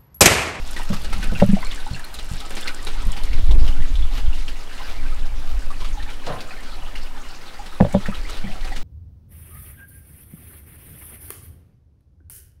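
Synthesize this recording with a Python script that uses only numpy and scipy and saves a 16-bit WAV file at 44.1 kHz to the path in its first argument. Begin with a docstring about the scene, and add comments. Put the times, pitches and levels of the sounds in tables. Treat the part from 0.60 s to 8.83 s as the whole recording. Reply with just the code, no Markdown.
"""Pouring water into a camp sink

Outdoors, water runs from a plastic can into a sink and drains through a hose into a plastic bucket.
Tiny drops fizz, trapped bubbles ring and lumps of water splash, while the air in the bucket rings along.
A hand bumps the plastic grip of the moving microphone with dull knocks, and wind buffets it.
A hand lifts a tape measure off the table, clothes rustle and a shoe scuffs the asphalt once."""
import sys
import numpy as np
from scipy import signal
from scipy.fft import rfft, irfft, next_fast_len
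from scipy.io import wavfile
from scipy.ndimage import uniform_filter1d

SR = 44100
rng = np.random.default_rng(int(sys.argv[2]) if len(sys.argv) > 2 else 0)


def unload_wav(signal):
    """Save mono or channel-first audio to the path in sys.argv[1] as 16-bit WAV at rate SR, clipped to [-1, 1]."""
    wavfile.write(
        sys.argv[1],
        SR,
        np.round(np.clip(np.atleast_2d(signal).T, -1, 1) * 32767).astype(np.int16),
    )


N = 362943
TIME = np.arange(N) / SR

# the tone colour of water drops (how strong each pitch is): pitch_hz, level_db
WATER_COLOUR = [(200, 9), (420, 1.5), (800, -2), (1500, -1), (2300, 1), (3100, 0), (4200, -1), (5500, -5.5),
                (7000, -11.5), (9500, -12.5), (12500, -19), (15700, -26)]
# the tones of the hollow plastic grip: pitch_hz, level_db, ring_s (basic time to fade by 60 dB)
GRIP_TONES = [(75, -6.5, 0.11), (118.6, -2.5, 0.14), (167, -2.5, 0.13), (196.4, 0.5, 0.09),
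              (212, -3, 0.067), (287.5, -7, 0.05), (347, -8, 0.067), (518, -0.5, 0.054),
              (583.6, -2.5, 0.076), (660, 7.5, 0.027), (812, 3.5, 0.024), (1000, -5, 0.014),
              (1300, -3, 0.0095), (1720, -8.5, 0.026)]


def from_db(db):
    """Turn decibels into a factor to multiply by."""
    return 10 ** (np.asarray(db) / 20)


def rms_one(x):
    """Scale a signal so that its average strength (rms) is 1."""
    return x / np.sqrt(np.mean(x ** 2) + 1e-20)


def peak_one(x):
    """Scale a signal so that its highest peak is 1."""
    return x / (np.max(np.abs(x)) + 1e-20)


def onset_one(x):
    """Scale a short sound so that the average strength (rms) of its first 20 ms is 1."""
    return x / np.sqrt(np.mean(x[:SR // 50] ** 2) + 1e-12)


def in_time(rows):
    """Join timed points with straight lines: one curve for each column after the time."""
    times, *columns = np.transpose(rows)
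    return [np.interp(TIME, times, column) for column in columns]


def coloured(x, colour):
    """Filter a sound by a smooth tone colour that falls away below its first point."""
    size = next_fast_len(len(x))
    hz = np.arange(size // 2 + 1) * SR / size + 1e-3
    points, db = np.transpose(colour)
    gain = from_db(np.interp(np.log(hz), np.log(points), db)) * np.minimum(hz / points[0], 1) ** 2
    return irfft(rfft(x, size) * gain, size)[:len(x)]


def resonate(x, hz, width_hz):
    """Let a sound ring at one pitch; the narrower the width, the longer it rings."""
    r = np.exp(-np.pi * width_hz / SR)
    feedback = [1, -2 * r * np.cos(2 * np.pi * hz / SR), r * r]
    return signal.lfilter(np.array([1, 0, -1]) * (1 - r * r) / 2, feedback, x + 1e-18)


def resonate_twice(x, hz, width_hz):
    """Two resonances in a row let less through on either side of the pitch."""
    return resonate(resonate(x, hz, width_hz), hz, width_hz)


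def add(out, start_s, sound):
    """Mix a sound in at its start time."""
    start = int(round(start_s * SR))
    out[start:start + len(sound)] += sound[:len(out) - start]


def clicks(size, per_s, spread_db):
    """Random clicks, up or down: with a positive spread, many small and a few large."""
    out, born = np.zeros(size), rng.random(size) < per_s / SR
    count = born.sum()
    strengths = from_db(spread_db * np.minimum(rng.exponential(1, count), 4))
    out[born] = strengths * rng.choice([-1, 1], count)
    return out


def outdoor_hush(level_db=-47):
    """The far surroundings blend into a soft, steady noise."""
    # the colour of the hush: pitch_hz, level_db
    hush_colour = [(100, 4.5), (200, 1), (400, -7), (800, 0.5), (1400, -4.5), (3800, -14.5), (7000, -16.5),
                   (10000, -19.5), (15700, -25)]
    return from_db(level_db) * rms_one(coloured(rng.standard_normal(N), hush_colour))


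def wind(sway_db=5.5, gustiness=0.18, lumpy_db=9.5, buffet_db=-54.5, hum_db=-52.5):
    """Large swirls of air push on the microphone, small ones buffet it; a hollow hum swells with them."""
    # the strength of the wind: time_s, relative_db
    strength_curve = [(0.0, -26), (0.9, -18.5), (1.45, -31.5), (2.3, -23.5), (2.46, -17), (2.55, -22.5),
                      (2.97, -6.5), (3.35, -17.5), (3.68, -15.5), (3.85, -21.5), (4.12, -30.5), (4.45, -19),
                      (5.3, -22), (5.85, -30.5), (6.44, -24.5), (6.85, -35), (7.55, -25.5), (8.23, -24)]
    # the colour of the large swirls: pitch_hz, level_db
    sway_colour = [(6, -2), (12, 6), (22, -10), (32, -16.5), (50, -22.5), (80, -33.5), (130, -44.5),
                   (300, -88.5)]
    # the colour of the small swirls: pitch_hz, level_db
    buffet_colour = [(60, 11.5), (90, -18), (130, 2), (220, -15), (450, -17.5), (1000, -31), (3000, -74)]
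    strength_db, = in_time(strength_curve)
    gust_db = strength_db - strength_db.mean()
    noise = rng.standard_normal((3, N))
    swirls = rms_one(coloured(noise[0], sway_colour))
    swirls /= np.sqrt(uniform_filter1d(swirls ** 2, size=SR // 6) + 0.011)  # even out their strength
    push = from_db(strength_db + sway_db + gustiness * gust_db) * swirls
    push = .75 * np.tanh(push / .75)  # the strongest gusts level off
    buffet = rms_one(coloured(noise[1], buffet_colour) * from_db(lumpy_db * swirls))
    hum = rms_one(resonate_twice(noise[2], hz=266.9, width_hz=30))
    return push + from_db(buffet_db + 1.62 * gust_db) * buffet + from_db(hum_db + 0.7 * gust_db) * hum


def gusts(band_ratio=1.284):
    """Each sharp gust thumps the microphone with a short swell of low, swirling air."""
    # the sharp gusts: middle_s, peak_db, swell_s, pitch_hz
    thumps = [(2.461, -14, 0.025, 39.4), (2.748, -19, 0.026, 58.3), (2.908, -7.5, 0.053, 42.4),
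              (3.041, -15, 0.028, 57), (3.182, -23.5, 0.058, 80), (3.377, -10.5, 0.056, 42),
              (3.458, -21, 0.019, 63), (3.691, -11.5, 0.0089, 61.4), (4.957, -16, 0.03, 36)]
    t, out = TIME[:SR // 2], np.zeros(N)
    for middle_s, db, swell_s, hz in thumps:
        band = signal.butter(2, [hz / band_ratio, hz * band_ratio], "band", fs=SR, output="sos")
        swirls = signal.sosfilt(band, signal.sosfilt(band, rng.standard_normal(len(t))))
        swell = np.exp(-((t - t.mean()) / swell_s) ** 2)
        add(out, middle_s - t.mean(), from_db(db) * peak_one(swirls * swell))
    return out


def rustles():
    """Rubbing makes tiny clicks: a hand on the table top, and clothes with each move."""
    # a hand brushes the table and lifts a tape measure: time_s, level_db
    brush_curve = [(2.6, -80), (2.72, -52), (2.89, -48), (2.915, -31.5), (2.96, -41.5), (3.1, -53),
                   (3.3, -85)]
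    # the colour of that brushing: pitch_hz, level_db
    table_colour = [(240, 4), (360, 11), (480, 0), (700, 2), (1100, -3.5), (2200, -36), (8000, -42)]
    # the moves of the clothes: middle_s, level_db, swell_s
    moves = [(3.078, -42, 0.071), (3.562, -39, 0.047), (4.28, -43.5, 0.11), (4.9, -45, 0.098)]
    # the colour of rubbing cloth: pitch_hz, level_db
    cloth_colour = [(700, 9.5), (1500, 0), (3000, 3.5), (5500, -1.5), (9000, -15), (12800, -9),
                    (15700, -24)]
    grain = clicks(N, per_s=3500, spread_db=5)
    brush = from_db(in_time(brush_curve)[0]) * rms_one(coloured(grain, table_colour))
    swells = sum(from_db(db) / (1 + ((TIME - s) / swell_s) ** 2) ** 2 for s, db, swell_s in moves)
    return brush + swells * rms_one(coloured(grain, cloth_colour))


def scuff(start_s=5.665, heel_db=-33.5, heel_fade_s=0.022, bend_s=0.00495, settle_s=0.035):
    """A heel clicks down and grit grinds under the sole; a hollow ring rises as the weight comes on."""
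    # the shoe grinding on asphalt: time_s, level_db
    grind_curve = [(5.66, -77), (5.667, -32), (5.71, -29.5), (5.76, -35), (5.83, -45), (6.1, -67),
                   (6.15, -110)]
    # the colour of the grit: pitch_hz, level_db
    grit_colour = [(60, -2), (140, 13.5), (260, -2), (600, 6.5), (900, -0.5), (1500, -0.5), (2200, -11),
                   (5000, -25), (14000, -53)]
    # the hollow ring of the step: pitch_hz, level_db
    hollow_tones = [(520, 7.5), (640, 3), (748, 9), (1045, 13.5), (1555, 6)]
    t, start = TIME[:SR // 2], int(start_s * SR)
    grit = clicks(N, per_s=9000, spread_db=1.5)
    out = from_db(in_time(grind_curve)[0]) * rms_one(coloured(grit, grit_colour))
    grind = out[start:start + len(t)]
    ring = sum(from_db(db) * resonate(grind, hz, width_hz=18) for hz, db in hollow_tones)
    bent_time = t - bend_s * (1 - np.exp(-t / settle_s))  # runs slow at first, so the pitch starts low
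    add(out, start_s, np.interp(bent_time, t, ring))
    heel = rms_one(resonate_twice(grit[:len(t)], hz=2600, width_hz=4000))
    add(out, start_s, from_db(heel_db) * np.exp(-t / heel_fade_s) * heel)
    return out


def fingers(muffle_hz=298):
    """While the hand shifts its hold, the fingers stick and slip softly on the grip."""
    # the shifts of the hand: start_s, end_s, level_db
    shifts = [(0.32, 1.03, -41.5), (7.216, 7.406, -39)]
    slips = clicks(N, per_s=99, spread_db=4)
    rings = sum(from_db(db) * ring_s * resonate(slips, hz, np.log(1000) / (np.pi * ring_s))
                for hz, db, ring_s in GRIP_TONES)
    muffled = signal.sosfilt(signal.butter(2, muffle_hz, fs=SR, output="sos"), rings)
    pressure = sum(from_db(db) * (TIME > start) * (TIME < end) for start, end, db in shifts)
    return uniform_filter1d(pressure, size=SR // 40) * rms_one(muffled)


def knocks(rise_s=0.00058, chatter_above_hz=430):
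    """Knocks ring the grip: soft ones reach only its low tones, hard ones chatter, a firm hold damps it."""
    # bumps of the hand, and at 2.464 s a soft, low thump of wind on the microphone:
    # start_s, level_db, hardness_hz, ring_factor, hollow_db, boom_db
    thuds = [(0.3, -12.5, 295, 1.65, 6, 7), (0.327, -18, 420, 0.59, -1, 2),
             (0.561, -30.5, 270, 3.1, -13, 3), (0.72, -14, 400, 1.6, -13, 2), (0.823, 0.5, 440, 0.82, 7, 9),
             (0.888, -8, 230, 0.85, -2, 21), (0.929, -4.5, 290, 0.6, 0, 22),
             (1.309, -15.5, 121, 1.54, 1, -1), (1.712, -17, 141, 1.2, -5, 1),
             (2.464, -20, 200, 1.55, -14, -4), (7.208, 3, 895, 0.67, -8, 8.5),
             (7.228, -5, 160, 0.56, 0, -5), (7.25, -12, 1210, 0.62, 11, -12),
             (7.265, -27, 1200, 0.6, 2, -9), (7.348, -4, 786, 0.95, 5.5, 8),
             (7.484, -13.5, 406, 0.91, 8, 12), (7.839, -21, 300, 2.4, 2, 6.5)]
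    # the graze, hit and rebound of a hard bump: delay_s, relative_db, hardness_factor, lowest_hz
    chatter = [(-.0052, -11, 1.57, 600), (0, 2, 1.8, 40), (.0155, -8, 0.7, 60)]
    single_touch = [(0.0011, 0, 1, 0)]
    t, out = TIME[:SR // 4], np.zeros(N)
    hz, tone_db, ring_s = np.transpose(GRIP_TONES)[:, :, None]
    waves = np.sin(2 * np.pi * hz * t) * (1 - np.exp(-t / rise_s))  # the skin gives way first
    hollow, boom = (hz > 545) & (hz < 640), (hz > 180) & (hz < 203)
    variations = from_db(2 * rng.standard_normal((len(thuds), len(chatter), len(GRIP_TONES))))
    for (start_s, db, hardness_hz, ring_factor, hollow_db, boom_db), strengths in zip(thuds, variations):
        fade = from_db(-60 * t / (ring_s * ring_factor))
        tones = waves * from_db(tone_db + hollow_db * hollow + boom_db * boom) * fade
        tones *= 1 - boom * np.exp(-t * hardness_hz / 2)  # the boom swells more slowly after a soft push
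        touches = chatter if hardness_hz > chatter_above_hz else single_touch
        for (delay_s, touch_db, hardness_factor, lowest_hz), strength in zip(touches, strengths):
            reach = 1 / (1 + (lowest_hz / hz[:, 0]) ** 4)
            muffle = signal.butter(3, hardness_hz * hardness_factor, fs=SR, output="sos")
            knock = signal.sosfilt(muffle, (strength * reach) @ tones)
            add(out, start_s + delay_s, from_db(db + touch_db) * peak_one(knock))
    return out


def spurts(per_s, fade_s):
    """A wobble around zero: lumps of water land at random and die away, and piles of them level off."""
    step = 64  # samples between points of the curve
    size = N // step + 2
    lumps = (rng.random(size) < per_s * step / SR) * rng.uniform(0.044, 1, size)
    swell = signal.lfilter([1], [1, -np.exp(-step / SR / fade_s)], lumps)
    wobble = np.minimum(rms_one(swell - swell.mean()), 2)
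    return np.interp(np.arange(N) / step, np.arange(size), wobble)


def pour(flutter_db=5):
    """The jet from the can breaks into a dense sizzle of fine drops in the sink."""
    # the sizzle, heard until the can screens it: time_s, level_db
    sizzle_curve = [(0.0, -45.5), (0.2, -43), (0.6, -49), (0.9, -51), (1.4, -100)]
    # the colour of the sizzle: pitch_hz, level_db
    sizzle_colour = [(450, -10), (750, 8), (1300, 9), (2500, 2), (5000, 4), (8000, -4.5), (10800, -16),
                     (12200, -1.5), (13500, -22), (15700, -25)]
    sizzle = rms_one(coloured(clicks(N, per_s=7000, spread_db=3.5), sizzle_colour))
    return from_db(in_time(sizzle_curve)[0] + flutter_db * spurts(per_s=50, fade_s=0.018)) * sizzle


def drips(spatter_db=-17.5, spatter_fade_s=0.0058):
    """A drop hits the sink with one crisp tick and throws a brief spatter of finer ones."""
    # drops that strike the bare sink: start_s, peak_db, pitch_hz
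    strikes = [(0.063, -33, 6800), (0.11, -24, 9500), (0.1885, -26, 7000), (0.231, -23, 8900),
               (0.3365, -27, 9000), (0.446, -23.5, 7500), (0.583, -27, 8950), (0.641, -19, 8300),
               (0.9235, -26, 8700), (1.1465, -25, 8000), (1.394, -27, 8000), (1.445, -30, 11500),
               (1.542, -22.5, 9500), (1.801, -28, 9000), (1.905, -24, 8700), (1.953, -23, 7100),
               (2.0113, -20.5, 8300), (2.08, -25, 6400), (2.145, -25, 9000), (2.5172, -28, 8500),
               (2.635, -24, 9500), (7.327, -23.5, 7200), (7.698, -25, 7400)]
    t, out = TIME[:SR // 25], np.zeros(N)
    soften = signal.butter(2, 14000, fs=SR, output="sos")
    for start_s, db, hz in strikes:
        hits = clicks(len(t), per_s=3500, spread_db=8) * from_db(spatter_db) * np.exp(-t / spatter_fade_s)
        hits[0] = 1  # the drop itself
        tick = signal.sosfilt(soften, resonate(hits, hz, width_hz=hz / 2.5))
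        add(out, start_s, from_db(db) * peak_one(tick))
    return out


def ticks(level_db=-52, leave_s=2.4, fade_db_per_s=16, far_db=-13):
    """Stray droplets tick and spatter on the sink; they grow fainter as the microphone leaves it."""
    t, out = TIME[:SR // 25], np.zeros(N)
    for hz in (7500, 9500, 11500):
        spatter = clicks(len(t), per_s=6800, spread_db=0) * np.exp(-t / .002)
        hits = clicks(N, per_s=12, spread_db=3)
        out += rms_one(resonate_twice(signal.fftconvolve(hits, spatter)[:N], hz, hz / 2))
    away_db = np.maximum(-fade_db_per_s * np.maximum(TIME - leave_s, 0), far_db)
    return from_db(level_db + away_db) * rms_one(coloured(out, WATER_COLOUR))


def showers(level_db=-54, per_s=13, swell_s=0.016):
    """Soft showers of spray fall back into the bucket, each with a pitch of its own."""
    t, out = TIME[:SR // 6], np.zeros(N)
    swell = t / swell_s * np.exp(-t / swell_s)
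    for when, pitch, size in rng.random((300, 3))[:int(per_s * N / SR)]:
        hz = 3000 * 3.8 ** pitch
        spray = resonate(clicks(len(t), per_s=1500, spread_db=3) * swell, hz, hz / 4)
        add(out, when * N / SR, (size + .5) * np.sqrt(hz) * rms_one(resonate(spray, hz, hz / 2)))
    return from_db(level_db) * rms_one(coloured(out, WATER_COLOUR))


def bubble(hz, cycles, rise=0.084):
    """One bubble swells quickly and rings away, its pitch rising as it nears the surface."""
    age = np.arange(int(cycles * SR / hz) + 2) * hz / (cycles * SR)  # runs from 0 to 1
    wave = np.sin(2 * np.pi * cycles * age * (1 + rise * age))
    wave *= from_db(-60 * age) * (1 - np.exp(-cycles * age))
    return wave / np.linalg.norm(wave)


def trickle(gurgle_db, spray_db, per_s=55, scatter=0.083, slosh_s=.04, cycles=38, count=8):
    """Small sloshes come at random; each traps a clump of bubbles of similar size."""
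    out = np.zeros(N)
    sloshes = rng.random((600, 3 + 3 * count))[:int(per_s * N / SR)]
    for when, pitch, weakness, *clump in sloshes:
        at = int(when * (N - SR // 8))
        hz = 650 * 7.5 ** pitch  # somewhere within about three octaves
        db = (1 - pitch) * (gurgle_db[at] + 21.5) + pitch * (spray_db[at] + 19) - np.log(weakness + .1)
        for delay, detune, weight in np.reshape(clump, (count, 3)):
            plink = bubble(hz * (1 + scatter * (2 * detune - 1)), cycles * (.5 + weight))
            add(out, at / SR + slosh_s * delay ** 2, from_db(db) * weight * plink)
    return out


def plops(offshoot_db=-15, scatter=0.12, follow_s=0.017, count=8):
    """A pocket of air rings as one large bubble, and weaker ones of similar pitch break off it."""
    # pockets of air that gurgle up: start_s, level_db, pitch_hz
    pockets = [(0.166, -35, 1920), (0.217, -41, 1880), (0.217, -43, 2760), (0.529, -40, 1310),
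               (0.53, -42, 2120), (0.627, -42, 2760), (0.629, -39, 1490), (0.638, -39, 2500),
               (0.698, -42, 1460), (0.756, -41, 1440), (0.758, -37, 2700), (0.774, -42, 2390),
               (0.801, -37, 2700), (0.967, -31.5, 705), (1.025, -46, 1490), (1.028, -36, 2030),
               (1.029, -34.5, 1010), (1.055, -39.5, 4220), (1.069, -41, 2270), (1.124, -44, 1100),
               (1.177, -41, 1670), (1.203, -45, 3720), (1.265, -35.5, 870), (1.337, -40, 4220),
               (1.346, -39.5, 2690), (1.364, -41, 1660), (1.394, -42, 1735), (1.442, -42, 4180),
               (2.029, -39, 3480), (2.075, -35.5, 2050), (2.093, -36.5, 1440), (2.269, -36.5, 3820),
               (3.126, -44, 2970), (3.221, -43, 1950), (3.425, -39.5, 3360), (3.73, -41.5, 2770),
               (4.2, -41, 1020), (4.289, -43, 2310), (4.523, -45, 1270), (5.219, -38.5, 1026),
               (5.247, -43.5, 1234), (5.373, -41, 818), (5.4, -41, 1790), (5.907, -46, 1870),
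               (5.907, -41.5, 2480), (6.357, -40, 2770), (6.99, -40, 795), (7.464, -44, 1310),
               (7.525, -40, 1244), (7.552, -43, 3790), (7.651, -40, 2040), (7.84, -43, 2260),
               (7.87, -41.5, 1930), (8.117, -37.5, 760), (8.122, -39, 1930)]
    out = np.zeros(N)
    for (start_s, db, hz), offshoots in zip(pockets, rng.random((len(pockets), count, 3))):
        ring_s = 0.042 * (2000 / hz) ** 0.28  # larger, lower pockets ring longer
        plop = np.zeros(SR // 8)
        add(plop, 0, bubble(hz, hz * ring_s, rise=0.049))
        for delay, detune, weight in offshoots:
            plink = bubble(hz * (1 + scatter * (2 * detune - 1)), hz * ring_s)
            add(plop, follow_s * delay, from_db(offshoot_db) * (.5 + weight) * plink)
        add(out, start_s, from_db(db) * onset_one(plop))
    return out


def splash(hz, slap_db, rise_s, slap_fade_s=.003, bubbling_share=0.47):
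    """A lump of water lands. Two sounds come back: its slap and spray, and its cloud of bubbles."""
    t = TIME[:SR // 8]
    ring_s = 0.15 * (2000 / hz) ** 0.23  # larger, lower splashes last longer
    swell = from_db(-60 * t / ring_s) * (1 - np.exp(-t / rise_s))
    slap = from_db(slap_db) * np.exp(-t / slap_fade_s)
    spray = clicks(len(t), per_s=5000, spread_db=-0.5) * (swell + slap)
    births = clicks(len(t), per_s=4000, spread_db=2) * swell ** (1 / bubbling_share)
    cloud = resonate(births, hz, width_hz=hz / 4.5)
    cloud /= np.linalg.norm(cloud)
    add(cloud, .001, bubble(hz, cycles=25))  # one bubble as strong as the whole cloud
    return onset_one(spray), onset_one(cloud)


def small_lumps(gurgle_db, spray_db, per_s=5, low_hz=820, high_hz=4200):
    """Smaller lumps of water land unevenly and follow the stream's level; gives one row for each."""
    rows = []
    for k, (late, pitch, wet, hollow) in enumerate(rng.random((int(per_s * (N / SR - .1)), 4))):
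        start_s = (k + late) / per_s
        at = int(start_s * SR)
        droplets_db = spray_db[at] - 10 + 4 * wet
        bubbles_db = (1 - pitch) * gurgle_db[at] + pitch * spray_db[at] - 5 + 4 * hollow
        rows.append((start_s, droplets_db, bubbles_db, low_hz * (high_hz / low_hz) ** pitch))
    return rows


def splashes(gurgle_db, spray_db, spray_boost_db=6):
    """Large lumps slap the water, smaller ones slide in; one tick of the shoe is made the same way."""
    # the loudest splashes, and at 5.805 s a light tick as the shoe scuff ends:
    # start_s, relative_droplets_db, bubbles_db, pitch_hz
    sharp_hits = [(0.163, -34, -46, 3300), (0.195, -40.5, -35, 895), (0.33, -47, -37, 1120),
                  (0.446, -37.5, -42, 4200), (0.526, -33.5, -39, 880), (0.627, -34.5, -39, 1800),
                  (0.75, -49, -38, 2700), (0.799, -35, -33, 1850), (1.112, -45, -35, 3400),
                  (1.542, -46, -41, 3930), (1.588, -39, -39, 3830), (1.802, -47, -38, 3530),
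                  (1.905, -37.5, -47, 3380), (1.966, -32.5, -52, 1460), (2.055, -43, -37.5, 1490),
                  (2.074, -38, -31, 4040), (2.079, -54, -31, 2290), (2.268, -33, -46, 860),
                  (2.528, -50, -39.5, 3100), (2.565, -38, -45, 2950), (2.634, -43.5, -42, 4080),
                  (2.73, -40, -42, 2650), (2.91, -84, -36, 3450), (3.077, -39, -37, 3000),
                  (3.354, -71, -38.5, 3430), (3.578, -36.5, -50, 1250), (3.88, -40, -36, 2980),
                  (4.655, -45, -52, 4800), (5.103, -44.5, -38, 1100), (5.205, -40, -46, 1110),
                  (5.245, -39, -46, 3580), (5.425, -43, -46, 3730), (5.5, -41.5, -50, 1520),
                  (5.805, -40.5, -42, 4500), (6.353, -42, -40.5, 2070), (7.06, -41, -50, 4340),
                  (7.457, -40, -32.5, 1760), (7.545, -44, -41, 2880), (7.693, -43.5, -44, 1250),
                  (7.769, -40.5, -46, 3750), (8.046, -40.5, -45, 4560), (8.16, -36, -46, 2940)]
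    # hard and soft landings: rows, slap_db, rise_s
    landings = [(sharp_hits, -8, 0.0024), (small_lumps(gurgle_db, spray_db), -30, .008)]
    sprays, clouds = np.zeros(N), np.zeros(N)
    for rows, slap_db, rise_s in landings:
        for start_s, droplets_db, bubbles_db, hz in rows:
            droplets, bubbles = splash(hz, slap_db, rise_s)
            add(sprays, start_s, from_db(droplets_db + spray_boost_db) * droplets)
            add(clouds, start_s, from_db(bubbles_db) * bubbles)
    return coloured(sprays, WATER_COLOUR) + clouds


def fizz(gurgle_db, spray_db, trim_db=-5, wander_db=2, spurt_db=2):
    """Countless tiny drops fizz; each size comes in spurts of its own, so the colour keeps shifting."""
    drops = rms_one(coloured(clicks(N, per_s=9000, spread_db=0.5), WATER_COLOUR))
    out, edges_hz = np.zeros(N), np.geomspace(250, 16000, 9)
    for low, high in zip(edges_hz, edges_hz[1:]):
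        band_filter = signal.butter(2, [low, high], "band", fs=SR, output="sos")
        band = signal.sosfilt(band_filter, np.roll(drops, rng.integers(N)))
        spray_share = np.clip(np.log2(high / 2000), 0, 1)
        db = (1 - spray_share) * (gurgle_db + 6) + spray_share * (spray_db + 2)
        out += band * from_db(db + wander_db * spurts(per_s=24, fade_s=0.0099))
    return out * from_db(trim_db + spurt_db * spurts(per_s=34, fade_s=0.028))


def water(ring_trim_db=-2):
    """The falling stream fizzes, bubbles and splashes, and the air in the bucket rings along."""
    # the stream's relative level as the microphone moves away and back:
    # time_s, gurgle_db (large bubbles), spray_db (small ones)
    stream_curve = [(0.0, -49, -42.5), (0.8, -44, -40), (1.12, -44.5, -41), (1.65, -48.5, -44),
                    (2.04, -41.5, -41), (3.78, -51.5, -44.5), (4.33, -43, -41.5), (4.67, -49.5, -48.5),
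                    (5.66, -44.5, -43.5), (6.88, -47.5, -47.5), (7.43, -42.5, -42), (8.23, -44.5, -43)]
    # the tones of the air in the bucket: pitch_hz, width_hz, relative_db
    bucket_tones = [(507, 110, -1.5), (819, 22, 2), (1280, 26, 5.5), (1501, 22.5, 4.5), (1900, 24, -6),
                    (2868, 36, 0)]
    gurgle_db, spray_db = in_time(stream_curve)
    stream = fizz(gurgle_db, spray_db) + trickle(gurgle_db, spray_db)
    stream += ticks() + showers() + plops() + splashes(gurgle_db, spray_db)
    ring = sum(from_db(db + ring_trim_db) * resonate(stream, hz, width) for hz, width, db in bucket_tones)
    return stream + ring


def with_echoes(x):
    """Nearby hard surfaces add faint, quick echoes; the overall loudness stays about the same."""
    # echoes from the ground, a trailer and a fence: delay_s, level_db
    echoes = [(0.0023, -24.5), (0.0051, -14), (0.0094, -14.5), (0.0184, -17), (0.031, -19.5)]
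    out = x.copy()
    for delay_s, db in echoes:
        add(out, delay_s, from_db(db) * x)
    return out / np.sqrt(1 + sum(from_db(db) ** 2 for delay_s, db in echoes))


def scene():
    """Mix the hush, the wind, the person's movements and the water into one channel."""
    background = outdoor_hush() + knocks() + wind() + gusts() + scuff() + fingers() + rustles()
    return (background + with_echoes(water()) + pour() + drips())[None]


def record(dry, ceiling=.97, cutoff_hz=15750):
    """Round off the highest peaks and cut the very top of the treble."""
    rounded = dry / (1 + (dry / ceiling) ** 8) ** (1 / 8)
    return signal.sosfilt(signal.ellip(12, .1, 90, cutoff_hz, fs=SR, output="sos"), rounded)


dry = scene()
out = record(dry)
unload_wav(out)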